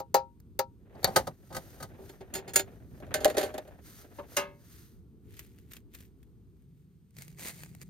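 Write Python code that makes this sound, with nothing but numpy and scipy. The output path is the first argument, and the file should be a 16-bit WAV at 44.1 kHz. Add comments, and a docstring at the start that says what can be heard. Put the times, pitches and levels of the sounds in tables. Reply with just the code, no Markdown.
"""A steel ammunition can is opened close to the microphone, on a rocky summit. The latch lever's wire bail
drops against the wall, the latch snaps over, the hinge jerks and the lid rattles onto its stop: each blow is a
short crack, then clear modes ringing over a crowd of lesser plate modes. A notebook knocks the walls on its way
out and is leafed open; a small plastic bag crinkles. Both slide and buckle in grains of noise. Sleeves swish in
tiny slips over a light wind; a low drone swells late."""
import sys
import numpy as np
from scipy import signal
from scipy.fft import rfft, irfft, next_fast_len
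from scipy.io import wavfile
from scipy.ndimage import uniform_filter1d

SR = 44100
rng = np.random.default_rng(int(sys.argv[2]) if len(sys.argv) > 2 else 0)


def wav_out(sig):
    """Save sig, one row per channel (or a flat mono array), as 16-bit PCM at SR to the path in sys.argv[1]."""
    wavfile.write(sys.argv[1], SR, np.round(np.clip(np.atleast_2d(sig).T, -1, 1) * 32767).astype(np.int16))


N = 347949
TIME = np.arange(N) / SR


def from_db(db):
    """Decibels to gain."""
    return 10 ** (np.asarray(db) / 20)


def rms_one(x):
    """Scale to unit power."""
    return x / np.sqrt(np.mean(x ** 2) + 1e-20)


def level(rows):
    """Gain curve from (time [s], level [dB]) rows; silent outside them."""
    return from_db(np.interp(TIME, *np.transpose(rows), left=-150, right=-150))


def at_hz(points, hz, axis=1):
    """Read a table column on a log-frequency axis."""
    table = np.array(points)
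    return np.interp(np.log(np.maximum(hz, 1)), np.log(table[:, 0]), table[:, axis])


def add(out, start_s, sound):
    """Mix a sound in from start_s on."""
    start = max(0, round(start_s * SR))
    out[..., start:start + sound.shape[-1]] += sound[..., :N - start]


def fade(t, t60_s):
    """Exponential decay, 60 dB in t60_s."""
    return np.exp(-np.log(1000) * t / max(t60_s, 1e-3))


def drift(per_s):
    """Smooth random curve, unit RMS."""
    knots = rng.standard_normal(2000)
    return rms_one(np.interp(TIME * per_s, np.arange(len(knots)), knots))


def strokes(rows):
    """Gain curve of hand strokes: each swells and dies with its speed, in a near-Gaussian bell."""
    power = sum(from_db(db) ** 2 * np.exp(-2 * np.abs(2 * (TIME - centre_s) / length_s) ** 1.9)
                for centre_s, length_s, db in rows)
    return np.sqrt(power + 1e-16)


def grains(per_s, spread_db, t60_s):
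    """Power envelope of tiny slips or buckles of unequal size; mean near 1."""
    sizes = from_db(spread_db * np.minimum(rng.exponential(1, N), 4)) ** 2
    impulses = sizes * (rng.random(N) < per_s / SR)
    power = signal.lfilter([1], [1, -fade(2 / SR, t60_s)], impulses + 1e-12)
    return power / (uniform_filter1d(power, SR // 8) + 1e-9)


# Microphone port pair: (frequency [Hz], coherence [0-1], left lead [rad])
MIC_PORTS = [(40, .05, 0), (70, .25, .1), (140, .9, .2), (300, .93, .45), (550, .92, .63), (1000, .7, 1.05),
             (2000, .45, 1.25), (4000, .55, .4), (8500, .5, 2.2), (12500, .87, .75), (16000, .7, 1)]

def noise(spectrum, size=N, band_hz=(10, 20000)):
    """Coloured noise at the two ports, not normalised."""
    length = next_fast_len(size, True)
    hz = np.arange(length // 2 + 1) * SR / length + 1e-3
    left, other = rfft(rng.standard_normal((2, length)))
    coherence = np.clip(at_hz(MIC_PORTS, hz), 0, .99)
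    lag = np.exp(-1j * at_hz(MIC_PORTS, hz, axis=2))
    right = (coherence * left + np.sqrt(1 - coherence ** 2) * other) * lag
    passband = 1 / np.sqrt((1 + (band_hz[0] / hz) ** 12) * (1 + (hz / band_hz[1]) ** 12))
    return irfft(np.array([left, right]) * passband * from_db(at_hz(spectrum, hz)), length)[:, :size]


# Buffet, hiss and drone spectra: (frequency [Hz], density [dB])
WIND_SPECTRUM = [(15, -56), (25, -26), (57, -1.5), (102, -5.5), (146, -8.5), (220, -11), (305, -16),
                 (344, -17), (394, -16), (460, -23.5), (555, -37.5), (1500, -44.5), (1950, -77.5),
                 (3300, -120)]
AIR_SPECTRUM = [(470, -26.5), (800, -8), (1750, -5), (7620, -10), (8330, -2.5), (11000, -13.5), (13600, -5),
                (16500, -28.5)]
DRONE_SPECTRUM = [(60, -24), (110, -4), (145, 2), (180, 0.5), (230, -17.5), (400, -58)]
# Buffet and drone envelopes: (time [s], relative level [dB])
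WIND_GUSTS = [(0, -54), (2.3, -52), (4.7, -53.5), (5.6, -53), (6.3, -54), (7.1, -62), (7.4, -56),
              (7.89, -55.5)]
DRONE_SWELL = [(6.3, -71), (6.7, -59.5), (7.13, -63.5), (7.19, -48), (7.35, -55), (7.89, -51)]

def wind(flutter_db=0.98):
    """Soft buffeting under a faint open-air hiss; a low drone swells and wavers."""
    buffet = rms_one(noise(WIND_SPECTRUM)) * level(WIND_GUSTS) * from_db(flutter_db * drift(14))
    drone = rms_one(noise(DRONE_SPECTRUM)) * level(DRONE_SWELL)
    hiss = rms_one(noise(AIR_SPECTRUM))
    return from_db(-1.5) * buffet + drone + from_db(-81.5) * hiss


def friction(spectrum, gain, per_s, spread_db):
    """Sliding surfaces: a hiss of dense small slips."""
    return rms_one(noise(spectrum)) * gain * np.sqrt(grains(per_s, spread_db, t60_s=0.091))


# Sliding nylon: (frequency [Hz], density [dB])
NYLON_SPECTRUM = [(410, -42), (700, -15), (1340, -1.5), (2100, -4), (2330, -9), (6280, -3.5), (7560, -8.5),
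                  (8980, -1), (10500, -7), (12500, -1.5), (15700, -12.5), (16500, -24.5)]
# Arm strokes: (centre [s], length [s], level [dB])
SLEEVE_STROKES = [(1.15, 0.26, -57.5), (1.47, .1, -71), (1.68, 0.37, -59), (2.08, 0.18, -61),
                  (2.7, .24, -71.5), (2.97, 0.15, -68.5), (3.4, 0.53, -63.5), (3.89, 0.1, -53.5),
                  (3.99, .12, -54), (4.17, 0.14, -62.5), (4.35, 0.13, -54.5), (4.76, 0.26, -58.5)]

def sleeves(busy_s=(0.935, 5.0), idle_db=-75):
    """Nylon swishes with each stroke and stirs faintly between them while the arms work."""
    busy = uniform_filter1d(1.0 * (TIME > busy_s[0]) * (TIME < busy_s[1]), size=SR // 10)
    gain = np.hypot(strokes(SLEEVE_STROKES), from_db(idle_db) * busy)
    return friction(NYLON_SPECTRUM, gain, per_s=1900, spread_db=3.0)


def rustle(spectrum, moves, snaps, per_s, spread_db, smooth_share, snap_db, snap_t60_s):
    """A thin sheet slides and buckles; each buckle has its own colour, a few snap out loudly."""
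    out, t = 0, np.arange(SR // 10) / SR
    bands = [noise(spectrum, band_hz=edges) for edges in [(200, 2500), (2500, 7000), (7000, 17000)]]
    shared_grains = grains(per_s, spread_db, t60_s=0.0078)
    effort = strokes(moves)
    for band in bands:
        crackle = .5 * (shared_grains + grains(per_s, spread_db, t60_s=0.0043))
        power = effort ** 2 * (smooth_share + (1 - smooth_share) * crackle)
        for start_s, db in snaps:
            snap = from_db(db + snap_db + rng.normal(0, 1.0)) * fade(t, snap_t60_s)
            add(power, start_s, snap ** 2)
        out = out + band * np.sqrt(power)
    return out / np.std(sum(bands))


# Plastic film: (frequency [Hz], density [dB])
PLASTIC_SPECTRUM = [(240, -3), (400, -4), (1150, -13.5), (2180, -2), (2980, -13), (4680, -8.5), (5300, -11),
                    (6390, -8), (8990, -4), (10800, -10.5), (14100, -9.5), (15700, -16.5), (16500, -36)]
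# Squeezes: (centre [s], length [s], relative level [dB])
BAG_SQUEEZES = [(7.207, 0.078, -55), (7.28, 0.15, -63.5), (7.41, .05, -47), (7.468, 0.084, -40.5),
                (7.58, 0.19, -54.5), (7.759, 0.36, -69.5), (7.822, .022, -50)]
# Loud buckles: (time [s], relative peak [dB])
BAG_BUCKLES = [(7.1076, -60), (7.1672, -40.5), (7.186, -35.5), (7.2212, -33.5), (7.2807, -38.5),
               (7.3954, -35.5), (7.6348, -31), (7.6606, -42.5), (7.7499, -41.5), (7.816, -47)]

def bag():
    """Squeezed plastic crinkles densely, with short snaps."""
    return from_db(1.9) * rustle(PLASTIC_SPECTRUM, BAG_SQUEEZES, BAG_BUCKLES, per_s=700, spread_db=4,
                                 smooth_share=.25, snap_db=-6, snap_t60_s=.014)


# Paper: (frequency [Hz], density [dB])
PAPER_SPECTRUM = [(470, -2), (800, -13.5), (1890, 2.5), (4650, -5.5), (5410, -4.5), (6710, -4.5),
                  (7720, -2.5), (9570, -1.5), (10900, -5), (14200, -0.5), (16500, -20)]
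# Sliding pages: (centre [s], length [s], relative level [dB])
PAGE_SLIDES = [(5.391, .18, -55.5), (5.399, 0.029, -50), (5.58, 0.24, -68), (5.719, 0.011, -43.5),
               (5.747, 0.083, -55), (5.95, 0.024, -46), (6.0, 0.12, -57.5), (6.22, 0.13, -79),
               (6.601, 0.072, -80), (6.8, 0.11, -77.5)]
# Page flicks: (time [s], relative peak [dB])
PAGE_SNAPS = [(5.369, -40.5), (5.3926, -27), (5.586, -45), (5.7138, -48), (5.7344, -30), (5.767, -33.5),
              (5.938, -54), (5.949, -33), (5.9864, -44), (6.0057, -39), (6.2297, -48.5), (6.567, -65.5),
              (6.622, -60.5)]

def notebook():
    """Leafed pages slide and flick."""
    return from_db(-3.0) * rustle(PAPER_SPECTRUM, PAGE_SLIDES, PAGE_SNAPS, per_s=300, spread_db=3.5,
                                  smooth_share=.3, snap_db=-7, snap_t60_s=.03)


# Pushes on the can: (centre [s], length [s], level [dB])
ROCKING_STROKES = [(1.17, .22, -46), (3.05, .7, -49)]

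def rocking(flutter_db=1.5):
    """The can rocks on the ground: a rumble as dull as the wind."""
    return rms_one(noise(WIND_SPECTRUM)) * strokes(ROCKING_STROKES) * from_db(flutter_db * drift(36))


# Rubbed steel: (frequency [Hz], density [dB])
RUB_SPECTRUM = [(150, -30), (250, -6.5), (507, -7), (710, -10.5), (1020, -21), (1840, -19), (2040, -24.5),
                (2370, -25), (4000, -36.5), (5200, -69.5), (8800, -120)]
# Rubs: (centre [s], length [s], level [dB])
RUB_STROKES = [(1.1, 0.31, -49), (1.85, 0.73, -57), (2.49, 0.55, -52), (3.07, 0.23, -53.5),
               (3.29, 0.39, -41), (3.47, 0.24, -42), (3.66, 0.32, -56), (4.22, 0.63, -57.5)]

def rubbing():
    """Steel or a hand slides on the can."""
    return friction(RUB_SPECTRUM, strokes(RUB_STROKES), per_s=160, spread_db=3.5)


def panned(db, pan_db):
    """Stereo gains, left pan_db above right."""
    return from_db(db + pan_db * np.array([[.5], [-.5]]))


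def mode(t, hz, db, t60_s, pan_db):
    """One ringing mode; its strength varies at random with where the blow lands."""
    port_lag = np.array([[0], [at_hz(MIC_PORTS, hz, axis=2)]])
    phase = 2 * np.pi * (hz * t + rng.random()) - port_lag
    return panned(db + rng.normal(0, 1), pan_db) * np.sin(phase) * fade(t, t60_s)


def bunched(x, spacing_hz=90, spread_db=3.5):
    """A sheet's lesser modes bunch into narrow peaks and gaps."""
    length = next_fast_len(x.shape[-1], True)
    position = np.arange(length // 2 + 1) * SR / length / spacing_hz
    heights_db = rng.normal(0, spread_db, int(position[-1]) + 2)
    ripple = from_db(np.interp(position, np.arange(len(heights_db)), heights_db))
    return irfft(rfft(x, length) * ripple, length)


# Steel sheet registers (thud, body, clang, tick): (low edge [Hz], high edge [Hz])
SHEET_REGISTERS = [(50, 300), (300, 1100), (1100, 6000), (6000, 17000)]
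# Decay per register: (base t60 [s], crack over ring [dB])
REGISTER_DECAY = [(0.089, -6), (0.13, -3), (0.12, 8), (0.078, 5.5)]
CRACK_T60_S = 0.0095
THUD_SLOPE, USUAL_BLOW_DB = 0.55, -35   # the ground holds the can, so the thud grows less than the body
CONTACT_SLOPE = -0.52   # dB of contact time per dB of hardness

def blows(rows, sheet, modes, thud_db, clang_db, clang_slope, contact_s, choke_t60_s, pan_db, ring_scale):
    """Struck steel: a crack, then modes over a noise crowd. Hardness is tick level over body level."""
    out, t = np.zeros((2, N)), np.arange(SR // 2) / SR
    gaps_s = np.diff([row[0] for row in rows], append=N / SR)
    for k, (low_hz, high_hz) in enumerate(SHEET_REGISTERS):
        crowd_t60_s, crack_db = REGISTER_DECAY[k]
        crowd = noise(sheet, size=N + len(t), band_hz=(low_hz, high_hz))
        crowd = rms_one(bunched(crowd) if k > 1 else crowd)
        for (start_s, body_db, hardness_db, ring_length), gap_s in zip(rows, gaps_s):
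            levels_db = [thud_db + THUD_SLOPE * (body_db - USUAL_BLOW_DB), body_db,
                         body_db + clang_db + clang_slope * hardness_db, body_db + hardness_db]
            start = max(0, round(start_s * SR))
            sustain = ring_length * ring_scale[k]   # a gripping hand shortens the ring
            touch_s = contact_s * from_db(CONTACT_SLOPE * hardness_db)
            crack = from_db(crack_db) * fade(t, CRACK_T60_S + 2 * touch_s)
            ring = crowd[:, start:start + len(t)] * (fade(t, crowd_t60_s * sustain) + crack)
            ring += sum(mode(t, hz, db, t60_s * sustain, pan)
                        for hz, db, t60_s, pan in modes if low_hz <= hz < high_hz)
            ring *= 1 - np.exp(-(t / (touch_s + 0.83 / low_hz)) ** 2)   # low modes build up slower
            ring *= fade(np.maximum(t - gap_s, 0), choke_t60_s)   # the next contact damps the ring
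            ring /= np.sqrt(np.mean(ring ** 2) * len(t) / (SR / 50))   # energy of 20 ms at unit power
            add(out, start_s, ring * panned(levels_db[k], pan_db[k]))
    return out


# Inside knocks: (time [s], body level [dB], hardness [dB], ring length [ratio])
INNER_BLOWS = [(4.1815, -38, -28, 0.26), (4.3655, -27, 0, 0.86)]
# Lesser plate modes: (frequency [Hz], density [dB])
INNER_CROWD = [(100, -25), (250, -20), (400, -5.5), (600, 1), (750, -2), (1200, 7), (1800, 5.5),
               (2800, 1.5), (5000, -8.5), (8000, -22.5), (12000, -23), (17000, -39)]
# Open can: (frequency [Hz], level over crowd [dB], base t60 [s], pan [dB])
OPEN_CAN_MODES = [(390, -5, .2, 2), (525, -5, .15, 2), (578, 6, .16, 1), (850, -4, .11, 8),
                  (925, -7, .2, 2), (1087, -9, .18, 0), (1240, -3, .14, 4), (1653, -11, .17, 0),
                  (2062, -10, .16, 0), (2126, -16, .2, 0), (2234, -15, .2, 0), (2616, -11, .16, 0),
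                  (2794, -2, .1, -3), (3036, -9, .09, -2), (3967, -9, .08, 3)]

def contents():
    """The notebook knocks the walls of the open can on its way out."""
    return blows(INNER_BLOWS, INNER_CROWD, OPEN_CAN_MODES,
                 thud_db=-45.5, clang_db=-0.1, clang_slope=0.54, contact_s=0.0029, choke_t60_s=1.5,
                 pan_db=[0, 1, 0, 1], ring_scale=[1.6, 2.22, 2.05, 1.7])


# Bail drops: (time [s], body level [dB], hardness [dB], ring length [ratio])
BAIL_BLOWS = [(0, -36, -15.5, 0.62), (0.1425, -17, -11.5, 1), (0.401, -84, 17, 0.33),
              (0.5905, -25.5, -5.5, 0.71)]
# Lesser wall modes: (frequency [Hz], density [dB])
WALL_CROWD = [(100, -14), (250, -13.5), (400, 0), (650, 3), (900, -0.5), (1300, -4), (1600, -8), (2200, -6),
              (3000, -16.5), (4300, -7), (5800, -9), (9500, -17.5), (13500, -11.5), (17000, -19.5)]
# Shut can: (frequency [Hz], level over crowd [dB], base t60 [s], pan [dB])
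SHUT_CAN_MODES = [(392, -3, .14, -2), (530, 6, .16, 0), (622, -3, .09, -3), (660, -2, .07, -6),
                  (817, 7, .15, 2), (905, -4, .13, 6), (937, 0, .22, 14), (1077, -8, .11, 8),
                  (1260, 0, .09, 0), (1335, -8, .19, 2), (1696, -11, .12, 0), (1814, -11, .1, 0),
                  (2083, -13, .09, 2)]

def bail():
    """The latch lever's wire bail drops against the wall and rings the shut can."""
    return blows(BAIL_BLOWS, WALL_CROWD, SHUT_CAN_MODES,
                 thud_db=-52.5, clang_db=-3.4, clang_slope=0.73, contact_s=.0005, choke_t60_s=.2,
                 pan_db=[-2, 0.5, 2.5, 0], ring_scale=[.43, 1.0, 0.93, 0.94])


# Catch snaps, lever moves: (time [s], body level [dB], hardness [dB], ring length [ratio])
CATCH_BLOWS = [(1.029, -46, -6.5, 0.73), (1.0432, -26.5, 1.5, 0.2)]
LEVER_BLOWS = [(0.945, -51.5, -25, 0.63), (1.066, -31.5, -17.5, 1.56), (1.1585, -20.5, -3.5, 1.11),
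               (1.268, -35, -11.5, 0.68), (1.5, -47.5, -21, 1.2), (1.524, -51, -3, 1.9),
               (1.546, -45, -0.5, 1.2), (1.563, -39.5, -3.5, 0.98), (1.799, -47, -6.5, 1.5),
               (1.8245, -45.5, -0.5, 1.04)]
# Lesser plate modes: (frequency [Hz], density [dB])
LATCH_CROWD = [(100, -4.5), (170, -2), (290, -12), (380, -4), (780, -1.5), (1000, -6), (1400, -4.5),
               (2000, -4), (2800, -12), (4400, -6), (5400, -8.5), (10000, -12.5), (13000, -13.5),
               (17000, -25.5)]
# Catch, lever: (frequency [Hz], level over crowd [dB], base t60 [s], pan [dB])
CATCH_MODES = [(530, -2, .1, 0), (620, -2, .09, 0), (765, 3, .1, 1), (2240, -3, .06, -8), (3700, 0, .07, 8),
               (4000, 2, .07, 5), (4400, 7, .07, 5), (4560, 6, .07, 5), (6880, -3, .06, 5),
               (13000, 4, .06, 0)]
LEVER_MODES = [(362, -4, .1, -2), (530, 2, .11, -2), (655, -1, .09, -7), (775, 2, .1, 1), (870, -2, .1, 2),
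               (1250, 7, .09, 0), (1540, 5, .08, -2), (1670, -3, .07, 3), (4480, 0, .06, 9)]

def latch():
    """The catch snaps with brief contacts; the lever knocks over with longer ones."""
    catch = blows(CATCH_BLOWS, LATCH_CROWD, CATCH_MODES,
                  thud_db=-41.5, clang_db=1.0, clang_slope=.6, contact_s=0.00041, choke_t60_s=.2,
                  pan_db=[0, 0, 0, 1], ring_scale=[1.4, 1.9, 3.9, 2.0])
    lever = blows(LEVER_BLOWS, LATCH_CROWD, LEVER_MODES,
                  thud_db=-42, clang_db=2.0, clang_slope=.8, contact_s=0.0033, choke_t60_s=.2,
                  pan_db=[0, 0, 1, 1], ring_scale=[1.0, .94, 0.75, 1.0])
    return catch + lever


# Hinge jerks: (time [s], body level [dB], hardness [dB], ring length [ratio])
HINGE_BLOWS = [(1.975, -45.5, -49, 0.88), (2.09, -50, -8, .57), (2.203, -45, -23.5, .46),
               (2.3376, -50, 12, .55), (2.348, -38.5, 2.5, 1.66), (2.382, -44, -11.5, .8),
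               (2.476, -46, -7, .56), (2.488, -48, -5, 1), (2.534, -51, 12, 1.4), (2.5574, -30.5, 13, .92),
               (2.592, -34, 1.5, .73)]
# Lesser plate modes: (frequency [Hz], density [dB])
HINGE_CROWD = [(100, -0.5), (250, -8), (380, 6), (800, 1), (1000, -5), (1700, -0.5), (2300, -2.5),
               (4700, -6.5), (5600, -6.5), (7000, -3.5), (9500, 1), (13000, -4.5), (15000, -9),
               (17000, -19)]
# Hinge: (frequency [Hz], level over crowd [dB], base t60 [s], pan [dB])
HINGE_MODES = [(386, 4, .25, 0), (582, 0, .15, 2), (780, 0, .15, 2), (904, -4, .16, 0), (1710, -3, .09, 0),
               (2702, -10, .11, 0), (4300, -6, .12, -4), (4950, -4, .09, -5), (6790, 1, .11, 2),
               (6865, -3, .1, 0), (7100, -4, .08, -4), (8470, -5, .08, -6), (8760, -4, .09, -3),
               (10150, -4, .08, 0), (13100, -8, .06, 0), (14710, -9, .09, 0)]

def hinge():
    """The hinge turns in bright jerks, each choking the ring of the last."""
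    return blows(HINGE_BLOWS, HINGE_CROWD, HINGE_MODES,
                 thud_db=-45.5, clang_db=-1.5, clang_slope=.52, contact_s=0.0039, choke_t60_s=0.066,
                 pan_db=[1, .5, -2, -1.4], ring_scale=[0.54, 0.81, 0.91, 1.0])


# Lid bumps: (time [s], body level [dB], hardness [dB], ring length [ratio])
LID_BLOWS = [(2.999, -51.5, -15, 0.37), (3.0645, -53, -18, 0.49), (3.1403, -29, -0.5, 0.74),
             (3.2026, -37, -11.5, 2), (3.2455, -45, 17.5, 0.16), (3.2505, -16.5, -17, .4),
             (3.276, -29.5, -16, .8), (3.299, -53.5, 9.5, 0.67), (3.341, -36, -20, 1.5),
             (3.3675, -23.5, -13, 0.99), (3.3802, -39, 4, 1.15), (3.411, -32.5, -12, 0.67),
             (3.428, -29, -12, 1.2), (3.539, -38, -16, 0.56), (3.5788, -36.5, -10, 0.32),
             (3.6745, -50.5, -16, 0.5)]
# Lesser lid modes: (frequency [Hz], density [dB])
LID_CROWD = [(70, 4.5), (200, -20.5), (300, -1.5), (410, 1.5), (490, 1.5), (600, 1), (790, -15.5),
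             (950, -12), (1700, -5), (4200, -10), (5400, -13), (6500, -15), (11500, -14.5), (17000, -34.5)]
# Open lid: (frequency [Hz], level over crowd [dB], base t60 [s], pan [dB])
LID_MODES = [(385, -3, .13, -1), (425, -3, .11, -1), (580, 1, .14, 1), (614, 1, .3, 1), (745, -11, .28, 0),
             (790, -2, .17, -1), (1550, -7, .17, -6), (1760, -8, .21, -3), (2116, -10, .14, -7),
             (3650, -9, .07, -3), (4320, -5, .08, 0), (6780, -7, .1, 0), (8800, -3, .06, -9),
             (11400, 0, .05, 0)]

def lid():
    """The lid rattles onto its stop, its rings overlapping."""
    return blows(LID_BLOWS, LID_CROWD, LID_MODES,
                 thud_db=-54, clang_db=-0.5, clang_slope=0.93, contact_s=0.001, choke_t60_s=.9,
                 pan_db=[0.0, 0.5, -3.5, -0.5], ring_scale=[0.77, 1.0, 1.21, 1.65])


def scene():
    """The can, the hands and what they take out, in the open air."""
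    handling = rubbing() + rocking() + sleeves() + notebook() + bag()
    can = bail() + latch() + hinge() + lid() + contents()
    return can + handling + wind()


def treble_dip(x, hz, width_hz, depth):
    """A narrow notch in the treble."""
    b, a = signal.iirnotch(hz, hz / width_hz, fs=SR)
    return x + depth * (signal.lfilter(b, a, x) - x)


def record(dry):
    """The treble dips in three narrow notches; a steep low-pass cuts the top."""
    heard = treble_dip(dry, hz=5400, width_hz=240, depth=0.69)
    heard = treble_dip(heard, hz=7700, width_hz=370, depth=1.0)
    heard = treble_dip(heard, hz=10780, width_hz=1400, depth=0.9)
    return signal.sosfilt(signal.ellip(10, .2, 90, 16400, fs=SR, output="sos"), heard)


dry = scene()
out = record(dry)
wav_out(out)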